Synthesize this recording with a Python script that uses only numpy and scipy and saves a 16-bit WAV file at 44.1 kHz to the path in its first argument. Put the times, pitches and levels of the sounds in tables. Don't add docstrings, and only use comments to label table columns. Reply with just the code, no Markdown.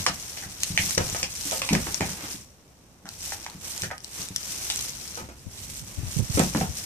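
import sys
import numpy as np
from scipy import signal
from scipy.fft import rfft, irfft
from scipy.io import wavfile
from scipy.ndimage import uniform_filter1d

SR = 44100
rng = np.random.default_rng(int(sys.argv[2]) if len(sys.argv) > 2 else 0)


def file_out(sig):
    cols = np.atleast_2d(sig).T
    lim = np.clip(cols, -1, 1)
    pcm = np.round(lim * 32767).astype(np.int16)
    wavfile.write(sys.argv[1], SR, pcm)


N = 302085

# frequency in Hz, spectral level in dB per Hz.
LOOSE_STALKS_SPECTRUM = [(500, -28), (1500, -10.5), (2500, -5), (3500, -3.5), (5000, -4), (7000, -3.5),
                         (10000, -3), (14500, -7)]
TRODDEN_BEDDING_SPECTRUM = [(100, -10.5), (250, 0.5), (550, -1), (900, 1), (1400, -2), (2300, -4),
                            (3500, -6.5), (7000, -12)]
RUMBLE_SPECTRUM = [(15, -22.5), (35, -9), (60, 3), (110, -2), (200, -7.5), (350, -17.5), (700, -25),
                   (2000, -68)]
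STILL_AIR_SPECTRUM = [(30, -11), (150, -0.5), (500, -4), (1000, -8.5), (2500, -34.5), (14000, -35)]
HORN_CRACK_SPECTRUM = [(300, -4), (800, 7), (1500, 2.5), (3200, 12), (6000, 6.5), (9000, 3.5), (14000, -18)]
STALK_CLICK_SPECTRUM = [(300, -12), (1500, -7), (2600, 2.5), (3600, 3.5), (4600, 3), (6000, -2.5),
                        (10000, 3), (14000, -14)]
# time in s, level of the hard wall's ring in dB, its frequency in Hz,
# level of the hollow core's ring in dB, its frequency in Hz, level of the crack in dB, reverberation in dB.
HORN_BLOWS = [(0.0638, -19, 1930, -13, 1040, -17.5, -15.5), (.0705, -36, 1650, -30, 740, -23, 2),
              (.3725, -39, 2560, -51, 690, -35, -1.5), (.426, -38.5, 1770, -46, 750, -48, 2),
              (.7757, -11.5, 2040, -30, 776, -18, -5.5), (0.9792, -24, 2040, -26, 835, -17.5, -13),
              (1.1468, -31, 2000, -34.5, 725, -40, -3), (1.2293, -24, 2160, -46, 940, -20.5, -6),
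              (1.6181, -24, 2410, -29.5, 1090, -23, -6), (1.6895, -22.5, 2420, -27, 850, -23, -6.5),
              (1.731, -30, 2140, -37, 904, -22.5, -9), (1.7506, -19, 1930, -32, 875, -22, -10),
              (1.8694, -32, 1830, -32, 980, -39, -4.5), (2.0079, -23, 2160, -22, 820, -29, -2.5),
              (3.055, -44, 1545, -41.5, 790, -47.5, 2), (3.3212, -31, 1700, -29.5, 750, -35, -7),
              (3.4635, -31.5, 1980, -27.5, 870, -35, -10.5), (3.8344, -30, 1570, -39.5, 720, -29.5, -2.5),
              (3.904, -34.5, 1710, -36, 775, -63, -0.5), (3.912, -27, 1770, -30, 790, -57, -8.5),
              (4.7004, -40, 2420, -41, 780, -21, -7), (6.3953, -27, 2280, -21, 800, -41, -24),
              (6.5488, -27.5, 1650, -24, 925, -43, -8), (6.6114, -33, 1860, -20.5, 715, -37, -15)]
# start in s, level in dB, favoured frequency in Hz, contact time in s.
BOARD_KNOCKS = [(0.0648, -23.5, 748, 0.0076), (0.977, -17.5, 448, 0.0044), (1.002, -28, 676, 0.013),
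                (1.147, -28.5, 800, 0.0083), (1.23, -36, 495, 0.0075), (1.52, -26, 506, 0.016),
                (1.617, -32, 510, 0.01), (1.728, -19.5, 301, 0.027), (1.867, -32, 511, 0.014),
                (2.006, -21.5, 304, 0.005), (2.023, -29.5, 726, 0.0058), (2.243, -44, 312, 0.014),
                (3.834, -35.5, 450, 0.013), (3.912, -32.5, 830, 0.0069), (5.174, -33, 715, 0.029),
                (5.204, -36, 301, 0.0053), (5.289, -37.5, 384, 0.017), (6.184, -50, 330, 0.01),
                (6.374, -21, 370, 0.022), (6.399, -14.5, 490, 0.0056), (6.415, -31, 510, 0.0091),
                (6.548, -24, 360, 0.042), (6.611, -24, 660, 0.012), (6.641, -37, 610, 0.009)]
# start in s, level in dB, favoured frequency in Hz,
# time constant of the softened onset in s.
FLOOR_LANDINGS = [(.001, -32, 103, 0.0015), (.096, -32, 164, 0.0012), (0.46, -36.5, 104, 0.002),
                  (0.703, -29.5, 128, 0.0051), (0.741, -33, 98, 0.0049), (0.794, -28.5, 125, 0.0046),
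                  (0.835, -32, 135, 0.0016), (0.974, -23.5, 130, 0.0026), (1.003, -22.5, 107, .0026),
                  (1.043, -39, 103, .004), (1.127, -33.5, 114, 0.0045), (1.228, -38.5, 138, 0.004),
                  (1.454, -37.5, 282, 0.0022), (1.708, -20.5, 239, 0.016), (1.725, -19.5, 156, 0.013),
                  (1.884, -37.5, 114, 0.0073), (2.012, -24.5, 129, 0.0065), (2.098, -36.5, 170, 0.014),
                  (2.235, -41.5, 248, 0.0056), (2.344, -39, 236, 0.001), (3.048, -42, 200, 0.0027),
                  (3.548, -39, 168, 0.0022), (3.825, -33.5, 110, 0.02), (4.197, -39, 95, 0.0017),
                  (4.306, -35.5, 121, 0.00067), (5.221, -41.5, 80, 0.0086), (6.373, -21.5, 258, 0.012),
                  (6.396, -20, 160, 0.011), (6.444, -26.5, 174, 0.0044), (6.55, -20, 209, 0.0086),
                  (6.616, -23.5, 157, 0.0017)]
# frequency in Hz, level in dB, 60 dB decay time in s.
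BOARD_MODES = [(250, 5.5, 0.049), (319, -4.5, 0.042), (361.5, 3, 0.054), (445, -3, 0.049), (519, 4.5, 0.08),
               (610, 8, 0.018), (708, 1, 0.045), (767, -5, 0.1), (884, -2.5, 0.11), (1245, 4, 0.082)]
FLOOR_MODES = [(65, -16, 0.23), (118.6, -0.5, 0.06), (135.4, -10.5, 0.1), (158.9, 0, 0.12),
               (182, 3.5, 0.076), (216, 2.5, 0.11), (263, 3, 0.06)]
# start in s, level in dB, own pitch in Hz, left over right in dB.
STALK_SNAPS = [(.634, -13.5, 5600, -1.5), (0.9078, -20, 10100, -6), (1.099, -25.5, 7370, -2),
               (1.3528, -30, 7800, -20), (1.512, -21, 6440, -13), (1.9443, -18.5, 6140, 31),
               (3.0899, -28.5, 5730, -2), (3.24, -31, 8150, 0), (3.4296, -37, 6100, 10),
               (3.447, -35, 5670, 0), (3.4995, -34, 3780, 18), (3.778, -25.5, 6200, -11),
               (3.8205, -21.5, 6340, 1), (3.9802, -34, 5930, 1), (4.005, -41, 6230, 15),
               (4.0454, -27, 4340, 7), (4.2868, -29, 8000, -2), (4.362, -17, 5700, 1),
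               (4.76, -23, 6960, -5), (4.792, -24.5, 5670, 4), (5.0773, -33, 5950, 1),
               (5.6165, -39, 10500, -8), (5.795, -33, 6400, 3), (6.3941, -16, 8700, -25)]
# start in s, level in dB, frequency in Hz, left over right in dB.
AIR_PUFFS = [(4.789, -41, 62.3, -14), (5.453, -32, 90.5, 23), (5.813, -38, 136, -25),
             (5.971, -24.5, 80, 30), (6.019, -26.5, 90, 10), (6.059, -30.5, 79, 27), (6.156, -20, 127, -32),
             (6.181, -17.5, 136, -41), (6.213, -23, 93, -18), (6.287, -23, 85, -14), (6.34, -21.5, 80, 27),
             (6.68, -29, 73, 33)]
# start in s, length in s, swish of loose stalks in dB,
# crunch of trodden bedding in dB, left over right in dB (swish only).
LEG_STROKES = [(-.15, 0.14, -31.5, -37, 1.5), (0.02, 0.43, -41, -45.5, 1.5), (0.425, 0.46, -44, -47.5, 1.5),
               (0.543, 0.17, -36, -53, 2.5), (0.723, 0.19, -30, -40, 1), (0.94, 0.27, -35, -39, 1.2),
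               (1.228, 0.21, -37, -46.5, 1.5), (1.37, 0.19, -32.5, -42.5, 0),
               (1.501, 0.46, -37.5, -40.5, -1.2), (1.95, .17, -37, -38, -0.5),
               (2.113, 0.14, -57, -36.5, -2), (2.174, 0.17, -39.5, -46, 0.5), (3.03, 0.12, -44.5, -52, 0.5),
               (3.138, 0.2, -37, -46, 0.5), (3.27, 0.27, -51, -47.4, 0), (3.568, 0.083, -33, -39.5, -2.5),
               (3.653, .17, -37.5, -43.5, 0), (3.953, 0.15, -48.5, -51, -3), (4.076, 0.15, -36, -41, 0),
               (4.295, 0.18, -38, -46.5, 3), (4.389, 0.46, -34, -43.5, .4), (4.776, 0.395, -42, -48, 1.5),
               (5.086, 0.1, -47, -41.5, 8), (5.245, 0.28, -56, -57.5, -0.5), (5.45, .35, -43, -50.5, -2.5),
               (5.78, 0.15, -44.5, -47.5, -1.5), (5.896, 0.21, -47, -45.5, -.5),
               (6.015, 0.16, -37, -49, -2), (6.127, 0.15, -40.5, -45.5, 1), (6.245, .16, -33.5, -40, -1.5),
               (6.33, 0.29, -37, -42.5, .4), (6.635, 0.33, -37, -45.5, 0.5)]
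# time in s, level in dB.
RUMBLE_COURSE = [(0, -48), (1.3, -45), (2.7, -49), (3.4, -47), (4.7, -48), (5.3, -43), (6.25, -41.5),
                 (6.85, -46.5)]
# frequency in Hz, 60 dB decay time in s.
STALL_DECAY = [(100, 0.31), (300, 0.15), (1000, 0.2), (2500, 0.18), (6000, 0.13), (14000, 0.032)]
# delay in s, level in dB.
FIRST_ECHOES = [(.0017, -13), (.0064, -14.5)]
# frequency in Hz, left-right correlation (1 = equal).
PORT_LIKENESS = [(30, 0.59), (70, 0.86), (130, 0.93), (500, 0.73), (1000, 0.41), (2000, 0.15),
                 (14000, 0.35)]
# frequency in Hz, gain in dB.
LEFT_PORT_RESPONSE = [(200, -0.5), (1000, -4), (2400, -1), (3500, -2), (4800, 3.5), (5800, 10.5),
                      (6800, 5.5), (8500, -4.5), (14500, -5)]
RIGHT_PORT_RESPONSE = [(200, -0.5), (1000, -2.5), (2400, 2), (3500, 0), (5000, -1), (6500, 3), (8200, 6.5),
                       (10500, 0.5), (14500, 1)]

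TIME = np.arange(N) / SR
BLOW = np.arange(SR // 3) / SR
STEPS = np.arange(0, N + 64, 64) / SR
AIR_DB, EDGE_HZ = -57.5, 14600
SWING_S, SETTLE_DB_PER_S = 0.14, 140
REST_SWISH_DB, REST_CRUNCH_DB = -66, -61
CATCH_DB, CATCH_S = 1.1, 0.052
CRUSH_DB, CRUSH_ATTACK_S, CRUSH_HOLD_S, CRUSH_DB_PER_S = -14.5, .012, 0.0083, 186
SHAKE_DB, SHAKE_ATTACK_S, SHAKE_HOLD_S, SHAKE_DB_PER_S = -18, .02, 0.072, 113
SWAY_FOLLOW = 0.28
GRIND_S, FIRM_DB, GRIND_FOLLOW = .0025, -26.5, 0.11


def amp(db):
    return 10 ** (np.asarray(db) / 20)


def unit(x):
    return x / np.sqrt(np.mean(x ** 2) + 1e-20)


def crest(x, size):
    loudest = uniform_filter1d(x ** 2, size, mode="constant").max()
    return x / np.sqrt(loudest + 1e-20)


def read(points, hz):
    f, value = np.transpose(points)
    return np.interp(np.log(hz + 1), np.log(f + 1), value)


def colour(x, points):
    log_gain = np.log(amp(read(points, abs(np.fft.fftfreq(4096, 1 / SR)))))
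    response = np.exp(np.conj(signal.hilbert(log_gain)))
    taps = np.fft.ifft(response).real[:2048]
    taps = taps.reshape((1,) * (x.ndim - 1) + (-1,))
    return signal.oaconvolve(x, taps, axes=-1)[..., :x.shape[-1]]


def pair(x):
    a, b = rfft(x)
    same = np.clip(read(PORT_LIKENESS, np.fft.rfftfreq(x.shape[1], 1 / SR)), -1, 1)
    right = same * a + np.sqrt(1 - same ** 2) * b
    return irfft(np.array([a, right]), x.shape[1])


def panned(pan_db):
    gains = amp(np.array([pan_db, -pan_db]) / 2).reshape(2, -1)
    return gains / np.sqrt((gains ** 2).mean(0))


def ports(sound, pan_db=0., count=0):
    delayed = np.pad(sound, (count, 0))[:len(sound)]
    return panned(pan_db) * np.array([sound, delayed])


def add(mix, s, sound):
    part = mix[:, max(round(s * SR), 0):][:, :sound.shape[1]]
    part += sound[:, :part.shape[1]]


def ring(hz, t60):
    return np.cos(2 * np.pi * hz * BLOW) * np.exp(-np.log(1000) * BLOW / max(t60, 1e-4))


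def damped(x, hz, width):
    edges = np.clip([hz / (1 + width / 2), hz * (1 + width / 2)], 20, .49 * SR)
    return signal.sosfilt(signal.butter(2, edges, "bandpass", fs=SR, output="sos"), x)


def modal(table, hz, focus_db):
    modes = 0
    for f, level, t60 in table:
        away = abs(np.log2(f / hz))
        modes = modes + amp(level - focus_db * away) * ring(f, t60)
    return modes


def contact(length, grind):
    grit = rng.standard_normal(len(BLOW)) * np.exp(-BLOW / max(length, 1e-4))
    return signal.unit_impulse(len(BLOW)) + grind * grit / np.linalg.norm(grit)


def stall(x, wet_db):
    hz, t, z = signal.stft(rng.standard_normal((2, 12288)), SR, nperseg=256)
    decay = np.exp(-np.log(1000) * t / read(STALL_DECAY, hz)[:, None])
    tail = signal.istft(z * decay, SR, nperseg=256)[1]
    onset = np.clip((np.arange(tail.shape[1]) / SR - .003) / 0.0067, 0, 1)
    tail = pair(tail * onset)
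    tail *= amp(wet_db) / np.linalg.norm(tail[0])
    for delay, db in FIRST_ECHOES:
        add(tail, delay, ports(amp(db) * signal.unit_impulse(32), count=14))
    return x + signal.fftconvolve(x, tail, axes=1)[:, :x.shape[1]]


def swell(start, hold, attack, fall_db_per_s):
    age = STEPS - start
    rise = np.sin(np.pi / 2 * np.clip(age / attack, 0, 1)) ** 2
    return rise * amp(-fall_db_per_s * np.clip(age - hold, 0, 2))


def landings(attack, hold, fall_db_per_s):
    return sum((amp(db) * swell(s, hold, attack, fall_db_per_s)) ** 2 for s, db, _, _ in FLOOR_LANDINGS)


def legwork():
    swish, crunch = amp(REST_SWISH_DB) ** 2, amp(REST_CRUNCH_DB) ** 2
    for start, length, swish_db, crunch_db, pan_db in LEG_STROKES:
        speed = swell(start, length, SWING_S, SETTLE_DB_PER_S)
        swish = swish + (amp(swish_db) * panned(pan_db) * speed) ** 2
        crunch = crunch + (amp(crunch_db) * speed) ** 2
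    return swish, crunch


def envelope(power):
    return np.array([np.interp(TIME, STEPS, np.sqrt(p)) for p in np.atleast_2d(power)])


def background(swishing):
    effort = swishing.mean(0) / swishing.mean(0).max()
    sway = amp(np.interp(STEPS, *np.transpose(RUMBLE_COURSE))) ** 2 * effort ** SWAY_FOLLOW
    shake = amp(SHAKE_DB) ** 2 * landings(SHAKE_ATTACK_S, SHAKE_HOLD_S, SHAKE_DB_PER_S)
    rumble = unit(colour(pair(rng.standard_normal((2, N))), RUMBLE_SPECTRUM))
    air = unit(colour(pair(rng.standard_normal((2, N))), STILL_AIR_SPECTRUM))
    return rumble * envelope(sway + shake) + amp(AIR_DB) * air


def puffs():
    out = np.zeros((2, N))
    for s, db, hz, pan_db in AIR_PUFFS:
        age = BLOW / 0.014
        eddy = damped(rng.standard_normal(len(BLOW)), hz, width=0.93) * age ** 2 * np.exp(-2 * age)
        add(out, s, ports(amp(db) * crest(eddy, size=352), pan_db))
    return out


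def crackle(per_s, spread_db, clump_db, diffuse_db):
    chance, size, side = rng.random(N), rng.exponential(1, N), rng.uniform(-1, 1, N)
    clumps = unit(signal.oaconvolve(rng.standard_normal(N), np.hanning(SR // 60), "same"))
    level_db = spread_db * np.minimum(size, 4) + clump_db * clumps
    slips = (chance < per_s / SR) * rng.choice([-1, 1], N) * amp(level_db)
    late = np.clip(np.arange(N) + np.round(16 * side).astype(int), 0, N - 1)
    left = slips * (1 + side / 2)
    right = np.bincount(late, slips * (1 - side / 2), N)
    return unit(np.array([left, right])) + amp(diffuse_db) * pair(rng.standard_normal((2, N)))


def ticks(per_s, spread_db):
    out = np.zeros((2, N))
    for when, pitch, size, side in rng.random((int(per_s * N / SR), 4)):
        age, hz = BLOW[:300], 3600 * (14000 / 3600) ** pitch
        tick = np.sin(2 * np.pi * hz * age) * np.exp(-hz * age / 4.5)
        add(out, when * N / SR, ports(amp(spread_db * size ** 3) * tick, 12 * (side - .5), count=5))
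    return unit(out)


def straw(swishing, treading):
    slips = crackle(per_s=5000, spread_db=3.6, clump_db=1.7, diffuse_db=-6)
    swish = unit(colour(slips, LOOSE_STALKS_SPECTRUM))
    swish += amp(-7.5) * ticks(per_s=420, spread_db=13)
    packed = crackle(per_s=2500, spread_db=2.5, clump_db=0.0, diffuse_db=-7.5)
    crunch = unit(colour(packed, TRODDEN_BEDDING_SPECTRUM))
    crushing = amp(CRUSH_DB) ** 2 * landings(CRUSH_ATTACK_S, CRUSH_HOLD_S, CRUSH_DB_PER_S)
    window = np.hanning(max(round(CATCH_S / STEPS[1]), 3))
    surge = amp(CATCH_DB * unit(np.convolve(rng.standard_normal(len(STEPS)), window, "same")))
    return swish * envelope(swishing * surge ** 2) + crunch * envelope(treading + crushing)


def snaps():
    out = np.zeros((2, N))
    for s, db, hz, pan_db in STALK_SNAPS:
        click = colour(contact(length=.0009, grind=1.4), STALK_CLICK_SPECTRUM)
        snap = amp(db) * crest(click + 0.66 * damped(click, hz, width=0.47), size=44)
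        add(out, s, stall(ports(snap, pan_db, count=7), wet_db=-13))
    return out


def thuds():
    out = np.zeros((2, N))
    for s, db, hz, length in FLOOR_LANDINGS:
        boom = modal(FLOOR_MODES, hz, focus_db=24.5) * (1 - np.exp(-BLOW / max(length, 1e-4)))
        add(out, s, ports(amp(db) * crest(boom, size=352), count=8))
    return stall(out, wet_db=-7.5)


def boards():
    out = np.zeros((2, N))
    for s, db, hz, length in BOARD_KNOCKS:
        force = contact(length, grind=2.5)
        knock = signal.fftconvolve(force, modal(BOARD_MODES, hz, focus_db=11))[:len(BLOW)]
        add(out, s, stall(ports(amp(db) * crest(knock, size=176), count=14), wet_db=-7))
    return out


def horns():
    out = np.zeros((2, N))
    for s, wall_db, wall_hz, core_db, core_hz, crack_db, room_db in HORN_BLOWS:
        length = GRIND_S * amp(GRIND_FOLLOW * (FIRM_DB - wall_db))
        push = contact(length, grind=.3)
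        wall = amp(wall_db) * crest(damped(push, wall_hz, width=0.42), size=88)
        core = amp(core_db) * crest(damped(push, core_hz, width=0.37), size=88)
        crack = amp(crack_db) * crest(colour(contact(length, grind=5.8), HORN_CRACK_SPECTRUM), size=88)
        clack = wall - core + crack
        add(out, s + 0.00036, stall(ports(clack, pan_db=0.0, count=4), room_db))
    return out


def scene():
    swishing, treading = legwork()
    bedding = straw(swishing, treading) + snaps()
    blows = horns() + boards() + thuds()
    return bedding + blows + puffs() + background(swishing)


def record(dry):
    heard = np.array([colour(dry[0], LEFT_PORT_RESPONSE), colour(dry[1], RIGHT_PORT_RESPONSE)])
    heard = np.clip(heard, -1, 1)
    lowpass = signal.firwin(401, EDGE_HZ, window=("kaiser", 8), fs=SR)
    return signal.oaconvolve(heard, lowpass[None], "same")


dry = scene()
out = record(dry)
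file_out(out)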